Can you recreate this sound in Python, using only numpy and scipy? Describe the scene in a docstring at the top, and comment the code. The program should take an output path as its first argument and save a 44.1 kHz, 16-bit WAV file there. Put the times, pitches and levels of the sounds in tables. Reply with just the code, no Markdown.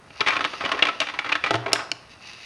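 """A servo-driven acrylic gumball dispenser on a kitchen counter, heard from close by. The servo (a small geared
motor) starts to rasp. Gumballs roll and jostle in the hopper, and one drops and knocks down the chute. At 1.5 s
it thuds into the tray, then hits the end stop with two sharp clacks. From about 2.1 s the servo rasps again, in
swells as loud as before, on to the end. A small room rings behind it all."""
import sys
import numpy as np
from scipy import signal
from scipy.fft import rfft, irfft
from scipy.io import wavfile
from scipy.ndimage import uniform_filter1d

SR = 44100
rng = np.random.default_rng(int(sys.argv[2]) if len(sys.argv) > 2 else 0)


def materialize(psi):
    """Save the field psi as 16-bit PCM at rate SR to the path in sys.argv[1].

    A 1-D psi becomes a single channel; in a 2-D psi each row is a channel.
    """
    bounded = np.clip(np.atleast_2d(psi).T, -1, 1)
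    quanta = np.round(bounded * 32767).astype(np.int16)
    wavfile.write(sys.argv[1], SR, quanta)


N = 108045
HIT_SAMPLES = 8192
T, HZ = np.arange(HIT_SAMPLES) / SR, np.fft.rfftfreq(HIT_SAMPLES, 1 / SR)  # axes of one hit

# tone of a hard shell's tick: (frequency [Hz], level [dB])
TICK_TONE = [(1000, -28), (3000, 7.5), (6000, -5), (9000, -16.5), (12000, -31), (16000, -40)]
TICK_T60 = 0.021  # a "t60" is the time in seconds to fade by 60 dB; here, that of the highs


def amp(db):
    """Turns decibels into a gain."""
    return 10 ** (np.asarray(db) / 20)


def unit(x):
    """Scales a sound to an average (rms) level of 1."""
    return x / np.sqrt(np.mean(x ** 2) + 1e-20)


def unit_hit(x, hold_s=0.011):
    """Scales a hit to the energy of level 1 held for hold_s."""
    return x * np.sqrt(hold_s * SR / (np.sum(x ** 2) + 1e-20))


def read(points, hz):
    """Reads between the rows of a (frequency, value) table, spaced by octaves."""
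    row_hz, value = np.transpose(points)
    return np.interp(np.log(hz + 1), np.log(row_hz), value)


def level(points):
    """Gain over the whole scene, from rows of (time [s], level [dB])."""
    return amp(np.interp(np.arange(N) / SR, *np.transpose(points)))


def add(mix, start_s, sound):
    """Mixes a sound in at the given time."""
    part = mix[..., max(round(start_s * SR), 0):][..., :sound.shape[-1]]
    part += sound[..., :part.shape[-1]]


def stereo(mid, side):
    """Left and right, from what the ears share (mid) and what sets them apart (side)."""
    return np.array([mid + side, mid - side])


def coloured(x, tone):
    """Gives a long sound the tone in a table, at level 1."""
    hz = np.fft.rfftfreq(len(x), 1 / SR)
    return unit(irfft(rfft(x) * amp(read(tone, hz)), len(x)))


def prompt_filter(log_gain):
    """The filter with this gain that answers a hit as early as it can (minimum phase)."""
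    cepstrum = irfft(log_gain)
    cepstrum[1:HIT_SAMPLES // 2] *= 2
    cepstrum[HIT_SAMPLES // 2 + 1:] = 0
    return np.exp(rfft(cepstrum))


def click(tone_db):
    """One clean, hard contact with this tone."""
    return unit_hit(irfft(prompt_filter(np.log(amp(tone_db)))))


def burst(tone_db, treble_t60, rise_s=0.000067, bass_stretch=1.43):
    """A struck part's many vibrations blur into dying noise; the lows outlast the highs."""
    noise = rfft(rng.standard_normal(HIT_SAMPLES))
    lows = 1 / (1 + (HZ / 1500) ** 4)
    attack = 1 - np.exp(-T / rise_s)
    spectrum = 0
    for share, t60 in [(lows, treble_t60 * bass_stretch), (1 - lows, treble_t60)]:
        band = unit_hit(irfft(noise * share) * attack * amp(-60 * T / t60))
        spectrum += rfft(band) * np.linalg.norm(share)
    # even out the noise's chance peaks while giving it the tone
    power = abs(uniform_filter1d(abs(spectrum) ** 2, 100))
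    log_gain = np.log(amp(tone_db)) - 0.5 * np.log(power + 1e-9)
    return unit_hit(irfft(spectrum * prompt_filter(log_gain)))


def mode_bank(modes, rise_s=0.0005):
    """One dying tone for each mode, a pitch at which a part naturally rings."""
    hz, db, t60 = np.transpose(modes)[:, :, None]
    return amp(db - 60 * T / t60) * np.exp(2j * np.pi * hz * T) * (1 - np.exp(-T / rise_s))


def ring(bank):
    """Rings the modes together; each hit starts them at random points in their swing."""
    phases = np.exp(2j * np.pi * rng.random((len(bank), 1)))
    return unit_hit((phases * bank).real.sum(0))


def kitchen_air(db=-53, width=0.028):
    """Quiet kitchen air: a steady, low noise."""
    # tone of the air: (frequency [Hz], level [dB])
    air_tone = [(25, -24), (85, -6), (210, -11), (750, -15.5), (2000, -22), (3500, -28), (10500, -35),
                (15000, -63)]
    mid, side = [coloured(rng.standard_normal(N), air_tone) for _ in range(2)]
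    return amp(db) * stereo(mid, width * side)


def room(x, early_db=-11, early_t60=0.037, tail_db=-13.5, tail_delay_s=0.0082, width=0.009):
    """Quick echoes off the case and counter, then the kitchen's fading tail."""
    # how long the kitchen rings: (frequency [Hz], t60 [s])
    fade_times = [(125, 0.79), (500, 0.66), (2000, 0.43), (5000, 0.48), (12000, 0.23)]
    hz, t, noise = signal.stft(rng.standard_normal((2, SR // 2)), SR, nperseg=256)
    fade = amp(-60 * t / read(fade_times, hz)[:, None])
    tail = signal.istft(noise * fade, SR, nperseg=256)[1]
    t = np.arange(tail.shape[1]) / SR
    tail *= np.clip(t / tail_delay_s - 1, 0, 1)
    early = rng.standard_normal(tail.shape) * (rng.random(tail.shape) < 0.05)
    early *= amp(-60 * t / early_t60) * (t > tail_delay_s / 2)
    mid, side = sum(amp(db) * part / np.linalg.norm(part, axis=1, keepdims=True)
                    for part, db in [(tail, tail_db), (early, early_db)])
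    return signal.fftconvolve(x[None], stereo(mid, width * side), axes=1)[:, :N]


def widening(x, lean_left=0.95, lag_s=0.00135, top_hz=2200):
    """Below the treble, the sound briefly spreads wide and to the left around a few hard knocks."""
    # wide moments: (time [s], half length [s], side level [dB])
    flares = [(0.21, 0.0088, 1.5), (0.297, 0.014, -1), (0.831, 0.011, -3), (1.028, 0.018, -3.5)]
    t, hz = np.arange(N) / SR, np.fft.rfftfreq(N, 1 / SR)
    lows = irfft(rfft(x) / (1 + (hz / top_hz) ** 2), N)
    late_lows = np.interp(t - lag_s, t, lows)
    width = sum(amp(db) / (1 + ((t - at_s) / half_s) ** 6) for at_s, half_s, db in flares)
    return stereo(0, width * (lean_left * lows + late_lows))


def servo(pulse_hz=50.6, kick=0.83, kick_cycles=0.15, teeth_per_s=3000, hiss=0.062):
    """Gear teeth tick and ring the gear case; each drive pulse kicks them louder."""
    # loudness of the gears: (time [s], level [dB])
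    loudness = [(0, -71), (.14, -53), (.18, -46), (.56, -41.5), (.95, -49), (1.6, -56), (2.09, -57),
                (2.12, -46), (2.17, -58), (2.27, -41.5), (2.36, -47), (2.45, -42)]
    # where the gear case rings: (frequency [Hz], width [Hz], level [dB])
    resonances = [(2020, 430, 4), (2594, 120, 12.5), (2803, 180, 9.5), (3870, 240, 5), (4650, 410, 4.5),
                  (6180, 1150, -5.5), (9230, 370, -12.5)]
    hz = np.fft.rfftfreq(N, 1 / SR)
    cycle = (np.arange(N) / SR * pulse_hz) % 1
    kicks = 1 + kick * np.exp(-cycle / kick_cycles)
    teeth = rng.standard_normal(N) * (hiss + (rng.random(N) < teeth_per_s / SR))
    case = sum((-1) ** k * amp(db) * 1j * hz * width / (peak_hz ** 2 - hz ** 2 + 1j * hz * width)
               for k, (peak_hz, width, db) in enumerate(resonances))
    rasp = irfft(rfft(teeth * kicks) * case, N)
    return unit(rasp) * level(loudness)


def rolling(bumps_per_s=700):
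    """The uneven sugar shells patter on the acrylic as the balls roll and rub."""
    # loudness of the rolling: (time [s], level [dB])
    loudness = [(.1, -57.5), (.2, -49), (.3, -31.5), (.5, -51), (.59, -45.5), (.68, -34), (.88, -38.5),
                (.98, -51), (1.3, -41), (1.42, -53), (1.6, -44.5), (1.79, -31), (1.86, -45.5), (2.0, -56)]
    # tone of the rolling: (frequency [Hz], level [dB])
    roll_tone = [(60, -14), (200, -16), (400, -3.5), (1200, 8.5), (2600, -5.5), (5000, -58), (12000, -70)]
    bumps = rng.standard_normal(N) * (rng.random(N) < bumps_per_s / SR)
    return coloured(bumps, roll_tone) * level(loudness)


def shell_ticks():
    """A hard shell hits an edge with a dry, bright snap."""
    # snaps: (time [s], level [dB])
    snaps = [(0.2833, -29), (0.7198, -35), (1.0028, -23)]
    out = np.zeros(N)
    for start_s, db in snaps:
        add(out, start_s, amp(db) * burst(read(TICK_TONE, HZ), TICK_T60))
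    return out


def gate_rings():
    """Hard knocks on the gate and chute mouth ring briefly, each around one pitch."""
    # rings: (time [s], level [dB], pitch [Hz], width [Hz])
    hits = [(.2066, -24.5, 3970, 1330), (.825, -14, 2900, 875), (1.002, -27.5, 658, 94),
            (1.3223, -19.5, 2670, 377)]
    out = np.zeros(N)
    for start_s, db, hz, width in hits:
        tone_db = -30 * np.log10(1 + np.minimum(((HZ - hz) / width) ** 2, 400))
        add(out, start_s, amp(db) * burst(tone_db, treble_t60=0.026))
    return out


def knocks(gain_db=-4, ping_db=-5.5, panel_db=-6, spot_db=3.5, near_db=9.5, spot_octaves=0.17):
    """Gumballs knock on acrylic: a short burst, a ping of the struck spot and ringing panels."""
    # knocks: (time [s], relative level [dB], spot pitch [Hz], bass boost [dB], treble t60 [s])
    hits = [(0.105, -43, 2740, 12, 0.018), (0.198, -36.5, 992, 18, 0.043), (0.2059, -18, 2365, 12, 0.054),
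            (0.212, -20.5, 1360, -2.5, 0.026), (0.2624, -19, 1960, 3.5, 0.06),
            (0.272, -15.5, 2360, 2, 0.064), (0.2826, -15, 1288, 2, 0.052), (0.292, -22, 1360, 7.5, 0.037),
            (0.3043, -21, 2374, -9, 0.056), (0.3224, -23.5, 1097, 6, 0.051), (0.3323, -22, 1293, -8, 0.06),
            (0.355, -24.5, 1260, 1, 0.057), (0.365, -19.5, 2560, 5.5, 0.033),
            (0.392, -25.5, 1680, 17, 0.024), (0.4068, -19, 1306, 6.5, 0.059),
            (0.4423, -22.5, 3030, 0, 0.011), (0.4476, -15.5, 1190, 2, 0.038),
            (0.533, -27.5, 1230, 14, 0.072), (0.6067, -22, 1227, 8.5, 0.11),
            (0.638, -24.5, 2220, 21, 0.057), (0.6499, -23, 2960, 4, 0.027), (0.659, -22, 2896, 12, 0.02),
            (0.691, -24.5, 1330, 3, 0.023), (0.7165, -16.5, 2900, 2.5, 0.03), (0.732, -26.5, 433, 24, 0.11),
            (0.746, -30.5, 2380, 5, 0.04), (0.7761, -27.5, 1063, 6, 0.11), (0.791, -23, 1800, 3, 0.024),
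            (0.823, -18, 3260, 12, 0.0091), (0.825, -15, 2805, 3.5, 0.035), (0.836, -26, 2290, 9.5, 0.015),
            (0.8519, -19, 3360, 2, 0.023), (0.869, -19.5, 2314, 3, 0.041), (0.8857, -19, 1342, 4, 0.043),
            (1.002, -19, 2926, -64, 0.026), (1.014, -18.5, 2707, 2, 0.08), (1.069, -26.5, 2330, 4, 0.032),
            (1.086, -26.5, 980, -10, 0.033), (1.097, -28, 1990, 1, 0.031), (1.138, -28.5, 966, -1, 0.098),
            (1.189, -19, 2280, 1, 0.029), (1.244, -26, 1398, 6, 0.096), (1.261, -26.5, 2056, 8.5, 0.094),
            (1.291, -22.5, 2070, 4, 0.061), (1.319, -23, 1077, -3, 0.013), (1.323, -16, 2670, 3.5, 0.026),
            (1.353, -18, 1726, -3, 0.027), (1.4386, -17.5, 2306, 7, 0.05), (1.461, -20, 1270, 1, 0.055),
            (1.469, -23, 1960, 8.5, 0.15), (1.661, -25, 2170, 16, 0.051), (1.681, -25.5, 918, 19, 0.1),
            (1.719, -27, 2110, 15, 0.034), (1.7529, -28.5, 2780, 2, 0.018), (1.758, -23.5, 1590, -4, 0.021),
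            (1.792, -26.5, 1460, 1.5, 0.08)]
    # tone of an average knock: (frequency [Hz], level [dB])
    knock_tone = [(50, -29), (300, -13.5), (780, -6.5), (1250, -1.5), (2000, -1.5), (2800, -3.5),
                  (3700, -8), (4900, -15.5), (6000, -21.5), (9300, -34), (12000, -79)]
    # ring of the acrylic panels: (frequency [Hz], level [dB], t60 [s])
    panel_modes = [(299.6, -9, 0.11), (660, -6.5, 0.055), (1098.4, -0.5, 0.064), (1303, -4, 0.13),
                   (1918, -7.5, 0.11), (2398, 3.5, 0.039), (3420, 2.5, 0.016)]
    out, panels = np.zeros(N), mode_bank(panel_modes)
    panel_hz = np.array(panel_modes)[:, :1]
    bass = 1 / (1 + (HZ / 850) ** 4)
    treble = 1 - 1 / (1 + (HZ / 4600) ** 6)
    for start_s, db, spot_hz, bass_db, t60 in hits:
        spot_peak = 1 / (1 + (np.log2((HZ + 1) / spot_hz) / spot_octaves) ** 2)
        treble_db = 2 * np.log2(spot_hz / 2150)  # higher-pitched spots are harder and brighter
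        tone_db = read(knock_tone, HZ) + spot_db * spot_peak + bass_db * bass + treble_db * treble
        ping = amp(ping_db) * ring(mode_bank([(spot_hz, 0, 1.07 * t60)]))
        impact = burst(tone_db, t60, rise_s=0.00095)
        # panel modes near the spot's pitch ring the most
        near_gain = amp(near_db * np.interp(panel_hz, HZ, spot_peak))
        panel_ring = amp(panel_db) * ring(near_gain * panels)
        add(out, start_s, amp(db + gain_db) * (impact + ping + panel_ring))
    return out


def tray_thuds(ring_db=0.5, boom_hz=121.1, boom_t60=0.28, boom_rise_s=0.022):
    """The ball bounces in the tray: a dull thud, the tray's ring, a tick and a boom of the base."""
    # bounces: (time [s], thud level [dB], tick level [dB], boom level [dB])
    bounces = [(1.5075, -20.5, -27, -36), (1.535, -29, -40, -25.5), (1.541, -22, -31, -29.5),
               (1.554, -27, -32, -25), (1.6615, -29, -67, -93), (1.731, -25.5, -23, -44),
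               (1.9165, -41, -61, -53)]
    # tone of a thud: (frequency [Hz], level [dB])
    thud_tone = [(100, -47), (310, 4), (700, -4), (1350, -1.5), (3200, -12), (8000, -56), (12000, -90)]
    # ring of the tray: (frequency [Hz], level [dB], t60 [s])
    tray_modes = [(314, -4.5, 0.13), (413, -19, 0.31), (482, -16, 0.15), (680, 6, 0.047), (890, -4.5, 0.11),
                  (1339, 4, 0.042)]
    out, tray, t = np.zeros(N), mode_bank(tray_modes), np.arange(SR // 2) / SR
    boom_shape = amp(-60 * t / boom_t60) * (1 - np.exp(-t / boom_rise_s))
    boom = unit_hit(np.sin(2 * np.pi * boom_hz * t) * boom_shape)
    for start_s, db, tick_db, boom_db in bounces:
        thud = burst(read(thud_tone, HZ), treble_t60=0.023, rise_s=0.0017)
        add(out, start_s, amp(db) * (thud + amp(ring_db) * ring(tray)))
        add(out, start_s, amp(tick_db) * burst(read(TICK_TONE, HZ), TICK_T60))
        add(out, start_s, amp(boom_db) * boom)
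    return out


def end_stop_clacks(ring_db=-9, tilt_from_hz=2500, push_s=0.0016):
    """The ball's hard, very short contacts ring the end stop, over a low push."""
    # clacks: (time [s], level [dB], treble tilt [dB per octave], push level [dB])
    hits = [(1.7317, -12.5, 17, -54), (1.9166, -21.5, 0.5, -64)]
    # where the end stop rings: (frequency [Hz], width [Hz], level [dB])
    resonances = [(765, 270, -17), (1470, 85, -3), (2440, 390, -0.5), (2887, 190, 5.5), (4330, 390, -4),
                  (5210, 540, -4), (6940, 1430, -14.5), (9870, 1260, -28)]
    power = sum(amp(db) ** 2 / (1 + ((HZ - hz) / width) ** 2) ** 3 for hz, width, db in resonances)
    push = unit_hit(T / push_s * np.exp(-T / push_s))
    out = np.zeros(N)
    for start_s, db, tilt_db, push_db in hits:
        tone_db = 10 * np.log10(power + 1e-5) + tilt_db * np.log2(1 + HZ / tilt_from_hz)
        stop_ring = amp(ring_db) * burst(tone_db, treble_t60=0.017)
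        add(out, start_s, amp(db) * (click(tone_db) + stop_ring))
        add(out, start_s, amp(push_db) * push)
    return out


def scene(sharp_echo_db=-6):
    """The dispenser, straight ahead, in its room; the clacks and gate rings echo less."""
    body = knocks() + shell_ticks() + tray_thuds() + rolling() + servo()
    sharp = end_stop_clacks() + gate_rings()
    echoes = room(body + amp(sharp_echo_db) * sharp)
    return body + sharp + widening(body) + echoes + kitchen_air()


def record(dry, notch_hz=7520, notch_width_hz=160, notch_db=-14, dull_hz=12300, top_hz=16400):
    """Peaks are rounded off; the microphone dips one narrow band and dulls the highs; the top is cut."""
    rounded = dry / (1 + dry ** 6) ** (1 / 6)
    hz = np.fft.rfftfreq(N, 1 / SR)
    notch = amp(notch_db / (1 + ((hz - notch_hz) / notch_width_hz) ** 2))
    microphone = notch / (1 + (hz / dull_hz) ** 10)
    heard = irfft(rfft(rounded) * microphone, N)
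    top_cut = signal.firwin(255, top_hz, window=("kaiser", 9), fs=SR)
    return signal.oaconvolve(heard, top_cut[None], "same")


dry = scene()
out = record(dry)
materialize(out)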